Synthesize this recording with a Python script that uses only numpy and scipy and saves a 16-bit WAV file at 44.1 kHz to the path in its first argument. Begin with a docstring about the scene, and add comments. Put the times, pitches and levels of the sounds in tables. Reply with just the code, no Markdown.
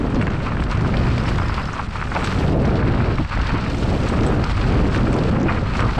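"""A mountain bike runs fast down a dry, leafy dirt trail, heard from a camera on the rider.
From the start, wind buffets the microphone, tyres crunch leaves and grit, bumps knock the chain and
cables on the frame, and stones tick on metal. From 1 to 1.7 s the brake disc grazes its pads and the
tyres scrape into a bend. The strongest gust tears past at 2.6 s, the tyres slide again from about
3.3 to 4.8 s, and the ride ends near 6 s with more gusts and knocks."""
import sys
import numpy as np
from scipy import signal
from scipy.fft import rfft, irfft, next_fast_len
from scipy.io import wavfile
from scipy.ndimage import uniform_filter1d, minimum_filter1d, map_coordinates

SR = 44100
rng = np.random.default_rng(int(sys.argv[2]) if len(sys.argv) > 2 else 0)


def dump(signal):
    """Clip the signal to [-1, 1] and save it as 16-bit WAV at the path in sys.argv[1]."""
    limited = np.clip(np.atleast_2d(signal).T, -1, 1)
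    pcm = np.round(limited * 32767).astype(np.int16)
    wavfile.write(sys.argv[1], SR, pcm)


N = 264159

# How loud the roar of the air and its slow buffeting are: (time [s], relative level [dB])
ROAR_LEVEL = [(0.0, -24), (0.2, -24.5), (0.33, -28), (0.73, -30.5), (0.86, -24.5), (1.35, -32), (1.53, -32),
              (1.94, -37), (2.29, -26.5), (2.54, -21), (3.12, -25.5), (3.27, -39.5), (3.68, -27.5),
              (4.38, -21), (4.54, -33.5), (4.7, -21.5), (5.2, -22.5), (5.45, -22.5), (5.68, -32),
              (5.99, -35)]
BUFFET_LEVEL = [(0.0, -22.5), (0.55, -26.5), (0.8, -21.5), (1.57, -23.5), (1.78, -33), (2.08, -28),
                (2.55, -19.5), (3.65, -24.5), (4.75, -19), (5.99, -26.5)]
# Brief gusts and lulls that move both: (middle time [s], length [s], rise [dB])
GUSTS_AND_LULLS = [(0.03, 0.066, -0.5), (0.1, 0.058, -3), (0.18, 0.058, 1), (0.61, 0.029, 3.5),
                   (0.735, 0.034, -6), (1.04, 0.2, 2), (1.36, 0.24, 3.5), (2.18, 0.035, 0.5),
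                   (2.32, 0.085, -3.5), (3.17, 0.018, -6), (3.205, 0.045, 6.5), (3.29, 0.08, -11),
                   (3.39, 0.074, 5.5), (3.54, 0.03, 8.5), (3.92, 0.037, 2.5), (4.09, 0.04, -4.5),
                   (4.47, 0.035, -6), (4.93, 0.072, -4.5), (5.46, 0.02, 5.5), (5.63, 0.0066, 11),
                   (5.72, 0.054, 0), (5.84, 0.15, 10), (5.99, 0.041, 9.5)]
# The wind's tone, from deepest to highest layer: (frequency [Hz], relative level [dB])
SWELL_TONE = [(8, -12), (22, 1.5), (42, -4), (60, -3.5), (110, -34), (300, -87)]
BUFFET_TONE = [(25, -43), (45, 3.5), (65, 1.5), (115, -1), (170, -12), (300, -23), (700, -85.5)]
ROAR_TONE = [(40, -61), (90, -5), (130, 2), (250, -1.5), (400, -6.5), (650, -12.5), (1000, -20),
             (2000, -44), (5000, -81)]
def wind():
    """Big swirls of air thump the microphone; faster air adds a roar that brightens as it grows."""
    gust_db = swells(GUSTS_AND_LULLS)
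    roar_db = curve(ROAR_LEVEL) + gust_db
    buffet_db = curve(BUFFET_LEVEL) + 0.85 * gust_db + 1.07 * wobble(10)
    buffet = steadied(coloured(noise(N), BUFFET_TONE), span=0.063)
    swell = steadied(coloured(noise(N), SWELL_TONE), span=0.04)
    swell_db = -17 + 0.5 * buffet_db  # the deepest pressure swings ease less in the lulls
    swirls = noise(N) * amp(1.58 * wobble(90))
    bright = steadied(coloured(swirls, ROAR_TONE), span=0.05)
    dull = unit(filtered(bright, hump(0, 330)))
    force = np.clip((roar_db + 36.5) / 13, 0, 1)
    roar = force * bright + (1 - force) * dull
    return amp(swell_db) * swell + amp(buffet_db) * buffet + amp(roar_db + 3.5) * roar


# The tone of the strongest gust: (frequency [Hz], relative level [dB])
RUSH_TONE = [(200, -21), (400, 3), (620, -0.5), (900, -13), (1400, -24), (3000, -57.5)]
RUSH_AT_S, RUSH_LENGTH_S, RUSH_DB = 2.59, 0.25, -28.5
def rush():
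    """The strongest gust tears at the microphone with a fluttering rush, higher than the roar."""
    level = swells([(RUSH_AT_S, RUSH_LENGTH_S, amp(RUSH_DB))])
    swirls = noise(N) * amp(2.1 * wobble(90))
    return level * steadied(coloured(swirls, RUSH_TONE), span=0.05)


# How loud rough ground, crushed leaves and flying grit are: (time [s], relative level [dB])
CHATTER_LEVEL = [(0.0, -34.5), (0.5, -34.5), (1.15, -32), (1.6, -31.5), (1.9, -37), (2.3, -28), (2.57, -36),
                 (2.75, -33), (3.12, -31.5), (3.27, -36.5), (3.36, -32), (3.55, -28.5), (3.75, -36),
                 (4.2, -30.5), (5.3, -32.5), (5.68, -34), (5.99, -31)]
LEAF_LEVEL = [(0.0, -50), (0.55, -49.5), (0.85, -48), (1.1, -42.5), (1.58, -47.5), (1.85, -46.5),
              (2.08, -46.5), (2.33, -39.5), (2.57, -46.5), (2.7, -47), (3.25, -45), (3.42, -42),
              (4.08, -43), (4.33, -48), (4.52, -42.5), (5.27, -45), (5.38, -53), (5.99, -40.5)]
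GRIT_LEVEL = [(0.0, -58.5), (0.5, -61.5), (1.1, -54.5), (1.9, -55), (2.35, -49), (2.8, -64), (3.6, -68),
              (3.75, -49.5), (4.5, -55), (5.15, -53.5), (5.45, -63), (5.99, -54)]
# The tone of the same three: (frequency [Hz], relative level [dB])
CHATTER_TONE = [(150, -44), (450, -0.5), (800, 0), (1350, 1.5), (1800, -3.5), (2400, -11), (3200, -14.5),
                (5000, -29.5), (9000, -72)]
LEAF_TONE = [(800, -16), (2000, 2.5), (2800, 6), (3500, 2.5), (4400, 3.5), (5300, -3), (6700, -13),
             (8000, -11), (9000, -22.5), (10200, -35), (13000, -58.5)]
GRIT_TONE = [(3000, -34), (5500, 3.5), (6800, -1), (8000, 0), (9200, -6.5), (10200, -18), (11400, -31),
             (13000, -37)]
# Loose gravel is louder, smooth dirt quieter: (middle time [s], length [s], rise [dB])
GROUND_PATCHES = [(0.45, 0.091, 4.5), (0.63, 0.019, 4), (0.675, 0.039, -2), (0.72, 0.046, 9),
                  (1.29, .03, 8), (1.57, 0.066, 4.5), (1.88, 0.026, -7), (2.255, 0.038, 4.5),
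                  (2.565, 0.057, -6), (2.67, 0.038, 0.5), (3.53, 0.1, 1), (4.09, 0.075, 2),
                  (4.265, 0.069, 3.5), (4.51, 0.024, 4), (4.95, 0.046, 5.5), (5.29, 0.058, 5.5),
                  (5.39, 0.081, 2.5), (5.53, 0.15, 5.5), (5.785, 0.074, 6.5)]
def tyres():
    """The tread drums on dirt, rattles loose parts, crushes leaves and flings grit, more so on gravel."""
    gravel_db = swells(GROUND_PATCHES)
    bumps_db = 1.5 * wobble(rate=24)
    crunch_db = curve(LEAF_LEVEL) + gravel_db + 0.39 * bumps_db
    spray_db = curve(GRIT_LEVEL) + gravel_db + 0.7 * bumps_db
    chatter_db = curve(CHATTER_LEVEL) + 0.46 * gravel_db + bumps_db
    dirt = steadied(coloured(grains(rate=1400, spread_db=1, t60=0.0084), CHATTER_TONE), span=0.029)
    loose_parts = steadied(unit(frame(grains(rate=170, spread_db=3.5, t60=0.028))), span=0.22)
    rustle = coloured(grains(rate=1100, spread_db=-1, t60=0.02), LEAF_TONE)
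    crackle = steadied(coloured(grains(rate=130, spread_db=0, t60=0.046), LEAF_TONE), span=0.1)
    grit = coloured(grains(rate=1300, spread_db=-0.5, t60=0.012), GRIT_TONE)
    pebbles = steadied(coloured(grains(rate=30, spread_db=2, t60=0.0097), GRIT_TONE), span=0.55)
    chatter = amp(chatter_db - 1.5) * dirt + amp(chatter_db - 3.5) * loose_parts
    leaves = amp(crunch_db) * rustle + amp(crunch_db - 1) * crackle
    spray = amp(spray_db - 2) * (grit + amp(-8) * pebbles)
    return chatter + leaves + spray


# Sharp knocks, mostly the chain and cables hitting the frame: (time [s], relative level [dB], pitch [Hz], fade
# time [s])
FRAME_HITS = [(0.209, -16, 1700, 0.013), (0.212, -11, 2000, 0.02), (0.2238, -9.5, 2110, 0.013),
              (0.2648, -11.5, 1400, 0.0037), (0.2692, 5, 1700, 0.003), (0.2756, -13, 1680, 0.032),
              (0.518, -11.5, 1150, 0.025), (0.532, -19, 1250, 0.023), (0.568, -11, 1390, .016),
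              (0.622, -11, 1300, 0.014), (0.724, -13, 1300, 0.021), (0.846, -12, 1200, 0.021),
              (0.939, -13, 2010, 0.035), (1.179, -12, 1900, .012), (1.278, -14, 1900, 0.034),
              (1.384, -11, 1500, 0.029), (1.398, -9, 1300, 0.015), (1.419, -8.5, 1150, 0.013),
              (1.495, -10.5, 1200, 0.019), (1.61, -19, 1300, .018), (1.685, -16.5, 1090, .035),
              (1.955, -9.5, 1280, 0.026), (2, -13, 1500, 0.012), (2.013, -9, 1350, 0.016),
              (2.024, -10.5, 1250, 0.021), (2.072, -16, 1490, .024), (2.117, -10.5, 1350, .026),
              (2.156, -14, 1000, 0.024), (2.272, -12, 1100, 0.03), (2.324, -12.5, 1500, 0.023),
              (2.645, -19, 1700, .03), (2.825, -11, 1400, 0.023), (3.001, -11, 1400, 0.035),
              (3.183, -7.5, 1300, 0.014), (3.248, -13, 1520, 0.012), (3.373, -8.5, 1100, 0.014),
              (3.398, -13, 1350, 0.033), (3.492, -9, 1350, 0.015), (3.555, -22, 1100, 0.013),
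              (3.744, -16.5, 1200, 0.023), (3.825, -17, 1300, .016), (4.136, -9.5, 1300, 0.018),
              (4.437, -13, 1400, 0.025), (4.946, -9, 1800, 0.0096), (4.986, -11, 1250, 0.017),
              (5.066, -18, 1800, 0.058), (5.482, -9.5, 1920, 0.052), (5.49, -11, 1720, 0.053),
              (5.76, -20, 1400, .016), (5.792, -13, 1900, 0.042), (5.885, -15.5, 1620, 0.074),
              (5.959, -16, 1600, 0.014)]
def knocks():
    """Mostly chain and cables hitting the frame: one link clacks, several knock; where they land sets the tone."""
    track, t = np.zeros(N), np.arange(SR // 10) / SR
    for s, db, centre_hz, t60 in FRAME_HITS:
        blow = filtered(noise(len(t)), hump(centre_hz, 850))
        clack = steadied(frame(blow, stretch=1 + rng.normal(0, 0.06)), span=0.003)
        shape = rise_and_fall(t, rise=0.094 * t60, hold=0.15 * t60, fall=t60)
        add(track, s, amp(db - 11.5) * clack * shape)
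    return track


# Where the frame and its plastic parts ring: (pitch [Hz], width [Hz], relative level [dB])
FRAME_NOTES = [(893, 385, -4.5), (1253, 282, 4.5), (1422, 430, 1), (2264, 550, -2), (2575, 670, -3.5),
               (4240, 1500, -27)]
def frame(x, stretch=1):
    """A hit x rings the frame dully, its pitches times stretch; padded tubes swallow the treble."""
    def response(hz):
        f = hz / stretch
        ringing = sum((-1) ** k * amp(db) * 1j * f * width / (pitch ** 2 - f ** 2 + 1j * f * width)
                      for k, (pitch, width, db) in enumerate(FRAME_NOTES))
        return ringing / (1 + 1j * hz / 4500) ** 2 / (1 + (hz / 3150) ** 10)
    return filtered(x, response)


# Roots and stones: (time [s], length [s], rattle level [dB], note pitch [Hz], note level [dB])
ROUGH_PATCHES = [(0.461, 0.03, -32.5, 1180, -29), (0.734, 0.04, -33.5, 1240, -38),
                 (1.269, 0.035, -34, 1400, -40), (1.573, 0.031, -29, 1050, -30),
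                 (1.783, 0.021, -26.5, 950, -26), (2.15, 0.024, -24.5, 730, -22.5),
                 (2.21, 0.033, -42, 930, -39), (3.31, 0.035, -29, 1440, -33),
                 (3.47, 0.018, -31.5, 1400, -40), (3.541, 0.05, -30.5, 1020, -34),
                 (5.35, 0.019, -29.5, 845, -37), (5.483, 0.04, -29, 765, -28),
                 (5.536, 0.053, -33, 1300, -47), (5.791, 0.034, -23, 1310, -28.5),
                 (5.83, 0.031, -40, 1170, -26.5), (5.977, .02, -25.5, 800, -22)]
def shakes():
    """A rough patch throws the chain into a quick rattle over a hollow note."""
    notes, rattle_level, t = np.zeros(N), np.zeros(N), np.arange(SR // 10) / SR
    rattle = steadied(unit(frame(grains(rate=340, spread_db=-1, t60=0.011))), span=0.022)
    for s, length, rattle_db, note_hz, note_db in ROUGH_PATCHES:
        shape = rise_and_fall(t, rise=0.016, hold=length, fall=0.036)
        hollow = filtered(noise(len(t)), hump(note_hz, 260, steepness=2))
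        add(rattle_level, s, amp(rattle_db) * shape)
        add(notes, s, amp(note_db) * shape * steadied(hollow, span=0.008))
    return notes + rattle_level * rattle


# Low booms from the ground: (middle time [s], length [s], level [dB], pitch [Hz])
GROUND_BOOMS = [(0.181, 0.12, -23, 219), (0.81, 0.14, -22.5, 118), (1.057, 0.27, -22.5, 126),
                (1.15, 0.4, -28.5, 234), (1.362, 0.22, -22.5, 115), (3.051, 0.24, -19.5, 113.6),
                (3.204, 0.026, -20.5, 263), (3.54, 0.035, -18.5, 270)]
def booms():
    """The bike presses into the ground with a smooth swell of low noise."""
    track, t = np.zeros(N), np.arange(SR // 2) / SR - 0.25
    for s, length, db, centre_hz in GROUND_BOOMS:
        rumble = filtered(noise(len(t)), hump(centre_hz, 0.39 * centre_hz, steepness=2))
        boom = amp(db) * np.exp(-(2 * t / length) ** 2) * steadied(unit(rumble), span=0.13)
        add(track, s + t[0], boom[s + t >= 0])
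    return track


# Moments when the bike leans or drifts: (middle time [s], length [s], level [dB])
SLIDES = [(1.05, 0.33, -34.5), (1.307, 0.065, -36), (1.546, .2, -35), (3.44, 0.33, -41), (3.896, .36, -47),
          (4.67, 0.33, -37)]
# The tone of a slide: (frequency [Hz], relative level [dB])
SLIDE_TONE = [(600, -15), (1000, 6.5), (1450, 3.5), (1900, 2), (2400, -0.5), (3200, -7), (4100, -14),
              (4700, -6), (5400, -22), (7000, -39)]
def scrapes():
    """The tyres' side knobs slide over dirt and leaves in a gritty rasp that swells and fades."""
    level = swells([(s, length, amp(db)) for s, length, db in SLIDES])
    return level * steadied(coloured(grains(rate=800, spread_db=0, t60=0.015), SLIDE_TONE), span=0.06)


# Stone hits: (time [s], relative snap level [dB], relative ping level [dB], ping pitch [Hz])
STONE_HITS = [(0.101, -34, -47, 7800), (0.145, -32, -33, 5700), (0.1566, -25.5, -44, 6100),
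              (0.214, -24, -50, 8000), (0.225, -37, -41, 7800), (0.268, -30, -42, 6500),
              (0.303, -29, -41, 6500), (0.602, -24, -49, 8000), (0.637, -23, -41, 7800),
              (0.712, -21.5, -38, 5840), (0.772, -29, -41, 5800), (0.809, -28, -38, 5800),
              (0.875, -25, -42, 5700), (0.969, -17, -49, 5000), (1.131, -40, -43, 6200),
              (1.18, -20, -38, 5700), (1.298, -35, -43, 6800), (1.357, -25, -40, 6300),
              (1.3818, -21.5, -39, 7000), (1.482, -29, -36, 6150), (1.5418, -20, -42, 5700),
              (1.655, -24, -42, 6200), (1.731, -37, -31.5, 6060), (1.742, -40, -43, 6200),
              (2.149, -21, -40, 6040), (2.2433, -18, -29.5, 6350), (2.262, -20.5, -31, 5700),
              (2.272, -16, -42, 6000), (2.324, -27, -37, 6000), (2.48, -23, -44, 5700),
              (2.652, -24, -39, 6000), (2.755, -23.5, -44, 6000), (3.155, -25, -52, 5700),
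              (3.415, -27, -34, 5800), (3.47, -18.5, -45, 4700), (3.699, -23, -38, 6100),
              (3.747, -25, -39, 6200), (3.783, -31, -35, 6300), (3.825, -27, -38, 6100),
              (4.033, -31, -35, 5900), (4.086, -32, -32, 5900), (4.208, -24, -41, 5800),
              (4.233, -24, -32, 5640), (4.265, -24, -34, 7900), (4.283, -34, -40, 5900),
              (4.44, -20.5, -25, 5140), (4.613, -22, -45, 5700), (4.722, -23, -39, 7040),
              (4.975, -24, -36, 5670), (5.128, -31, -35, 7800), (5.14, -29, -33, 6060),
              (5.1633, -37, -39, 7800), (5.187, -22.5, -46, 5800), (5.236, -22, -40, 6000),
              (5.4, -38, -37, 5770), (5.413, -41, -37, 5900), (5.43, -35, -33, 5900),
              (5.768, -35, -33, 5970), (5.8037, -16, -38, 6800)]
# The tone of a snap: (frequency [Hz], relative level [dB])
SNAP_TONE = [(1000, -14), (3000, 10.5), (5300, 2.5), (7000, -19.5), (8500, -14.5), (10500, -24.5),
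             (13000, -44)]
def ticks():
    """A stone hits a rim or spoke: a dry snap and a short, rough ping, pitched by the part it hits."""
    track, t = np.zeros(N), np.arange(SR // 10) / SR
    for s, db, ping_db, ping_hz in STONE_HITS:
        snap = steadied(coloured(noise(len(t)), SNAP_TONE), span=0.0022) * fade(t, t60=0.026)
        steel = hump(ping_hz, 1500, steepness=2)  # wide, as small steel parts barely ring
        ping = steadied(filtered(noise(len(t)), steel), span=0.0041) * fade(t, t60=0.024)
        onset = 1 - fade(t, t60=0.0027)
        add(track, s, (amp(db - 7) * snap + amp(ping_db - 2.5) * ping) * onset)
    return track


# The chain landing on the gears: (time [s], level [dB])
CHAIN_LANDINGS = [(0.213, -50), (0.606, -49), (2.243, -36), (4.086, -39.5), (4.265, -35), (4.44, -47),
                  (5.128, -46), (5.803, -41.5)]
SPROCKET_HZ, SPROCKET_WIDTH_HZ = 7930, 300
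def chinks():
    """The slack chain lands on a sprocket (a gear wheel), which rings briefly at one high pitch."""
    track, t = np.zeros(N), np.arange(SR // 10) / SR
    sprocket = hump(SPROCKET_HZ, SPROCKET_WIDTH_HZ, steepness=2)
    for s, db in CHAIN_LANDINGS:
        ring = steadied(filtered(noise(len(t)), sprocket), span=0.008)
        add(track, s, amp(db) * ring * rise_and_fall(t, rise=0.0036, hold=0, fall=0.061))
    return track


# Light touches of the brake before the bend: (time [s], length [s], pitch [Hz], level [dB])
BRAKE_TOUCHES = [(1.017, 0.0066, 5230, -43), (1.195, .014, 5060, -46), (1.26, 0.021, 5380, -44),
                 (1.413, 0.0066, 5080, -40), (1.456, .009, 5130, -42), (1.484, 0.022, 5130, -47),
                 (1.539, .009, 5100, -46), (1.594, .008, 4980, -45), (1.631, .007, 5070, -42),
                 (1.67, 0.0085, 5170, -42)]
def brake():
    """Each graze of the pads makes the brake disc scrape out a short, thin, wavering note."""
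    track, t = np.zeros(N), np.arange(SR // 10) / SR
    for s, length, hz, db in BRAKE_TOUCHES:
        wavering_hz = hz * (1 + 0.023 * wobble(830)[:len(t)])
        phase = 2 * np.pi * np.cumsum(wavering_hz) / SR
        shape = rise_and_fall(t, rise=0.022, hold=length, fall=0.022)
        add(track, s, amp(db) * shape * unit(np.sin(phase)))
    return track


# How loud the highest hiss is: (time [s], relative level [dB])
HISS_LEVEL = [(0.0, -82), (0.86, -86), (1.0, -71), (1.66, -74), (1.76, -80), (2.08, -80), (2.26, -67),
              (2.5, -70), (2.6, -78.5), (3.6, -78), (3.7, -70.5), (5.25, -77), (5.42, -87), (5.99, -74)]
# Its tone: (frequency [Hz], relative level [dB])
HISS_TONE = [(9000, -31), (10400, -8), (11200, 3.5), (12300, -4.5), (13200, -6), (15000, -37)]
def hiss():
    """A faint, grainy hiss above the grit comes and goes, and rises on loose gravel."""
    level_db = curve(HISS_LEVEL) + 0.8 * swells(GROUND_PATCHES) + wobble(14)
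    return amp(level_db) * coloured(grains(rate=1200, spread_db=-1, t60=0.012), HISS_TONE)


def amp(db):
    """Turn decibels into a number to multiply by."""
    return 10 ** (np.asarray(db) / 20)


def unit(x):
    """Scale x to an average (rms) level of 1."""
    return x / np.sqrt(np.mean(x ** 2) + 1e-20)


def noise(samples):
    """Plain white noise."""
    return rng.standard_normal(samples)


def curve(rows):
    """Join (time [s], value) points with straight lines."""
    return np.interp(np.arange(N) / SR, *np.transpose(rows))


def swells(rows):
    """Add up bell-shaped rises given as (middle time [s], length [s], height)."""
    t = np.arange(N) / SR
    return sum(height * np.exp(-(2 * (t - s) / length) ** 2) for s, length, height in rows)


def wobble(rate):
    """A smooth curve through rate random points a second."""
    return map_coordinates(noise(int(N * rate / SR) + 4), [np.arange(N) * rate / SR])


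def grains(rate, spread_db, t60):
    """Tiny random bursts, about rate a second, each fading in t60 seconds."""
    starts = rng.random(N) < rate / SR
    sizes = starts * amp(spread_db * np.clip(noise(N), -2, 2))
    energy = signal.lfilter([1], [1, -amp(-120 / (t60 * SR))], sizes ** 2)
    return unit(np.sqrt(energy) * noise(N))


def filtered(x, response):
    """Turn each frequency in x up or down by response(hz)."""
    size = next_fast_len(len(x) + 8192)
    return irfft(rfft(x, size) * response(np.fft.rfftfreq(size, 1 / SR)), size)[:len(x)]


def hump(centre_hz, width_hz, steepness=1):
    """A filter shape that keeps the frequencies near centre_hz."""
    return lambda hz: 1 / (1 + ((hz - centre_hz) / width_hz) ** 2) ** steepness


def coloured(x, tone):
    """Shape x with a tone table, at an average level of 1."""
    f, db = np.transpose(tone)
    return unit(filtered(x, lambda hz: amp(np.interp(np.log(hz + 1), np.log(f), db))))


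def steadied(x, span):
    """Even out changes in loudness slower than span seconds."""
    return x / np.sqrt(np.abs(uniform_filter1d(x ** 2, int(span * SR))) + 1e-6)


def fade(t, t60):
    """Die away, 60 dB down after t60 seconds."""
    return np.exp(-np.log(1000) * t / t60)


def rise_and_fall(t, rise, hold, fall):
    """Fade in, then fade out from time hold; all in seconds."""
    return (1 - fade(t, rise)) * fade(np.maximum(t - hold, 0), fall)


def add(track, s, sound):
    """Mix a sound into the track at s seconds."""
    part = track[max(round(s * SR), 0):][:len(sound)]
    part += sound[:len(part)]


def scene():
    """Everything is close and in the open air, so nothing echoes."""
    air_and_ground = wind() + rush() + booms() + tyres() + scrapes() + hiss()
    bike_parts = knocks() + shakes() + ticks() + chinks() + brake()
    return (air_and_ground + bike_parts)[None]


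def record(dry):
    """The camera turns down the loudest peaks and cuts off the highest treble."""
    knee_db, top_hz = -9, 13200
    needed = np.minimum(1, amp(knee_db) / (np.abs(dry[0]) + 1e-9)) ** 0.7
    gain = uniform_filter1d(minimum_filter1d(needed, size=500), size=400)
    return filtered(dry[0] * gain, lambda hz: hz < top_hz)[None]


dry = scene()
out = record(dry)
dump(out)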